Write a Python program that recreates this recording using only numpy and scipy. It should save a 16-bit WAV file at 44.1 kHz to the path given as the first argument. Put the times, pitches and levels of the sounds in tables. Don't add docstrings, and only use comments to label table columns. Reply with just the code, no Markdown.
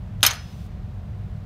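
import sys
import numpy as np
from scipy import signal
from scipy.fft import rfft, irfft
from scipy.io import wavfile

SR = 44100
rng = np.random.default_rng(int(sys.argv[2]) if len(sys.argv) > 2 else 0)


def persist_wave(psi):
    counts = np.round(np.clip(psi, -1, 1) * 32767).astype(np.int16)
    wavfile.write(sys.argv[1], SR, np.atleast_2d(counts).T)


def to_linear_factor(level_db):
    exponent = np.asarray(level_db, float) / 20
    return 10 ** exponent


N = 63945

# (frequency [Hz], density [dB per Hz])
VENTILATION_COLOUR = [(26, -36), (37, -4), (65, -1), (103, -3), (151, -7.5), (205, -11), (232, -23.5),
                      (420, -37.5)]
# (frequency [Hz], density [dB per Hz])
AIR_COLOUR = [(220, -19), (350, -3), (600, -3), (1000, -7.5), (4000, -22), (8000, -34.5), (10200, -38.5),
              (15800, -38)]
# (frequency [Hz], rms level [dB], line width [Hz])
HUM_TONES = [(100.97, -38, 1.8), (195.4, -49, 12), (609, -65, 2), (737, -65, 3), (12700, -88, 200)]
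# (time [s], knock [dB], case ring [dB], lid ring [dB], spring ring [dB])
CONTACTS = [(.2070, -45, -64, -65, -69), (.2128, -55.5, -67, -58, -70), (0.221, -60, -66, -71.5, -52.5),
            (0.223, -60.5, -69, -68.5, -50.5), (0.2296, -2.5, -6.5, -29.5, -24),
            (.2328, -18, -20.5, -28, -23), (0.236, -11.5, -16.5, -31.5, -18), (0.2381, -8, -22, -32, -27),
            (0.2499, -5, -19.5, -31, -27.5), (0.254, -15, -28.5, -32, -33),
            (0.2639, -15.5, -26.5, -7.5, -13), (.2668, -17, -26.5, -16, -15),
            (.2740, -18.5, -33, -21.5, -26), (.2795, -21, -37, -34, -32.5),
            (0.302, -27.5, -43.5, -45.5, -31), (0.3087, -22.5, -37.5, -36, -27.5),
            (0.312, -33, -42.5, -41, -29.5), (0.3336, -29.5, -36, -42, -39), (0.353, -36.5, -79, -52, -50)]
# (frequency [Hz], level [dB], t60 [s])
KNOCK_MODES = [(260, -22.5, .05), (542, -28.5, .05), (809, -22, .04), (1060, -17.5, .03), (1500, -6, .02),
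               (1970, -8, .015), (2500, -11, .012), (3100, -4.5, 0.0067), (3700, -5.5, 0.0068),
               (5360, -16, 0.0052), (7530, -17.5, 0.011), (8500, -20, .004), (12400, -15, .005)]
# (frequency [Hz], level [dB], t60 [s])
CASE_MODES = [(2622, -11, .05), (3085, -12, .05), (3610, -6.5, 0.01), (4168, -6, .05), (4805, -12.5, 0.038),
              (5114, -8.5, .046), (7805, -11, .05), (8800, -17, .03), (9227, -15, 0.066),
              (10070, -16, 0.043), (10440, -7, .05), (11070, -17.5, .05), (14025, -9.5, .044),
              (14970, -26.5, .03)]
# (frequency [Hz], level [dB], t60 [s])
LID_MODES = [(2420.4, -12, .044), (3133, -11, .03), (3836, -16.5, .034), (4310, -7.5, .042),
             (5216, -4.5, .05), (8670, -10, .047), (10430, -12.5, .031), (10940, -10.5, .025),
             (11290, -6.5, .035), (11750, -20, .02), (13526, -5.5, 0.032), (13970, 1, .037),
             (14500, -12, .025), (15160, -22.5, .03)]
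# (frequency [Hz], level [dB], t60 [s])
SPRING_MODES = [(3104, 1.5, 0.034), (6056, 2, .045), (6280, -5.5, .03), (6580, -3.5, 0.054),
                (14025, -16, .04)]
# (frequency [Hz], level [dB], t60 [s])
AFTERRING_MODES = [(2580, -42, .5), (3220, -45, 0.45), (3914, -43.5, .5), (5160, -39, .6),
                   (6012, -41, 0.71), (6650, -44, .45), (8610, -47.5, .4), (9010, -52, .35),
                   (11230, -43, .42)]
# (frequency [Hz], density [dB per Hz])
ECHO_COLOUR = [(300, -23.5), (550, -5), (1000, 0), (1600, 6.5), (2500, 1), (4000, 0.5), (7000, -8),
               (13000, -16)]
# (frequency [Hz], t60 [s])
ECHO_T60 = [(400, .4), (1500, 0.28), (3000, 0.25), (14000, .1)]
# (frequency [Hz], level [dB])
LATE_COLOUR = [(500, -8.5), (1500, -5), (3500, 6.5), (6000, 1.5), (12000, -7)]
# (frequency [Hz], density [dB per Hz])
HISS_COLOUR = [(2500, 1), (5000, -3.5), (8000, -7.5), (11000, -10.5), (15700, -9)]

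VENTILATION_DB, AIR_DB = -34, -54
STRIKE_SPREAD_DB = 2
CHATTER_S, SECOND_TAP_DB = .00031, 2.5
AFTERRING_WAVER_HZ = 25.18
BODY_LOW_HZ = 353
ECHO_DB, LATE_DB, LATE_STRETCH = -10, -31.5, 4.5
HISS_START_S, HISS_END_S, HISS_FADE_S, HISS_DB = .3, .68, .012, -61.5
DUCK_DB, DUCK_START_S, DUCK_HOLD_S, DUCK_RECOVER_S = -2, 0.21, 0.23, 0.07
CEILING, TOP_HZ = 1.15, 16300


def at_hz(points, hz):
    points = np.array(points)
    return np.interp(np.log(hz), np.log(points[:, 0]), points[:, 1])


def coloured(spectrum):
    hz = np.maximum(np.fft.rfftfreq(N, 1 / SR), 1)
    inside = (hz >= spectrum[0][0]) & (hz <= spectrum[-1][0])
    white = rfft(rng.standard_normal(N))
    noise = irfft(white * to_linear_factor(at_hz(spectrum, hz)) * inside, N)
    return noise / np.sqrt(np.mean(noise ** 2) + 1e-20)


def shop():
    t = np.arange(N) / SR
    out = to_linear_factor(VENTILATION_DB) * coloured(VENTILATION_COLOUR) + to_linear_factor(AIR_DB) * coloured(AIR_COLOUR)
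    for hz, db, width_hz in HUM_TONES:
        wander = np.cumsum(rng.standard_normal(N)) * np.sqrt(2 * np.pi * abs(width_hz) / SR)
        out = out + to_linear_factor(db) * np.sqrt(2) * np.sin(2 * np.pi * hz * t + wander)
    return out


def contact_clicks(db, double=False):
    clicks = np.full(N, 1e-18)
    clicks[(np.array(CONTACTS)[:, 0] * SR).astype(int)] = to_linear_factor(db)
    second = to_linear_factor(SECOND_TAP_DB) * np.roll(clicks, int(CHATTER_S * SR))
    return clicks + double * second


def struck(modes, db, double=False, waver_hz=0):
    out = np.zeros(N)
    chance = rng.standard_normal((len(db), len(modes)))
    for k, (hz, level_db, t60) in enumerate(modes):
        strength_db = db + level_db + STRIKE_SPREAD_DB * chance[:, k]
        drive = (-1) ** k * contact_clicks(strength_db, double)
        radius, w = to_linear_factor(-60 / (t60 * SR)), 2 * np.pi * hz / SR
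        resonator = [1, -2 * radius * np.cos(w), radius * radius]
        ring = signal.lfilter([0, np.sin(w)], resonator, drive)
        if waver_hz:
            ring = ring * (1.2 + .45 * coloured([(2, 0), (waver_hz, 0)]))
        out += ring
    return out


def lighter():
    _, knock_db, case_db, lid_db, spring_db = np.transpose(CONTACTS)
    knock = struck(KNOCK_MODES, knock_db, double=True)
    rings = struck(CASE_MODES, case_db) + struck(LID_MODES, lid_db) + struck(SPRING_MODES, spring_db)
    afterring = struck(AFTERRING_MODES, np.maximum(case_db, lid_db), waver_hz=AFTERRING_WAVER_HZ)
    reflections = echo(contact_clicks(knock_db))
    no_bass = signal.butter(4, BODY_LOW_HZ, "high", fs=SR, output="sos")
    return signal.sosfilt(no_bass, knock + rings + afterring + reflections)


def echo(x):
    t = np.arange(SR) / SR
    edges = 300 * 2 ** np.arange(0, 5.8, .5)
    white = rng.standard_normal((2, SR))
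    tail = 0
    for k, (low, high) in enumerate(zip(edges, edges[1:])):
        hz = np.sqrt(low * high)
        bandpass = signal.butter(2, [low, high], "band", fs=SR, output="sos")
        band = signal.sosfilt(bandpass, white[k % 2]) * to_linear_factor(at_hz(ECHO_COLOUR, hz))
        fall_db = -60 * t / at_hz(ECHO_T60, hz)
        late_db = LATE_DB + at_hz(LATE_COLOUR, hz) + fall_db / LATE_STRETCH
        tail = tail + band * (to_linear_factor(fall_db) + to_linear_factor(late_db))
    return to_linear_factor(ECHO_DB) * signal.fftconvolve(x, tail)[:N]


def hiss():
    t = np.arange(N) / SR
    fade_in = np.clip((t - HISS_START_S) / HISS_FADE_S, 0, 1)
    fade_out = np.clip((HISS_END_S - t) / HISS_FADE_S, 0, 1)
    return to_linear_factor(HISS_DB) * fade_in * fade_out * coloured(HISS_COLOUR)


def scene():
    return (shop() + lighter() + hiss())[None]


def roll_off(x):
    return signal.sosfilt(signal.butter(12, 15770, fs=SR, output="sos"), x)


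def record(dry):
    t = np.arange(N) / SR - DUCK_START_S
    dip = np.clip(t / .01, 0, 1)
    recovery = np.clip(1 - (t - DUCK_HOLD_S) / DUCK_RECOVER_S, 0, 1)
    ducked = to_linear_factor(DUCK_DB * dip * recovery) * dry
    rounded = CEILING * np.tanh(ducked / CEILING)
    top_cut = signal.cheby2(16, 60, TOP_HZ, fs=SR, output="sos")
    return roll_off(signal.sosfilt(top_cut, rounded))


dry = scene()
out = record(dry)
persist_wave(out)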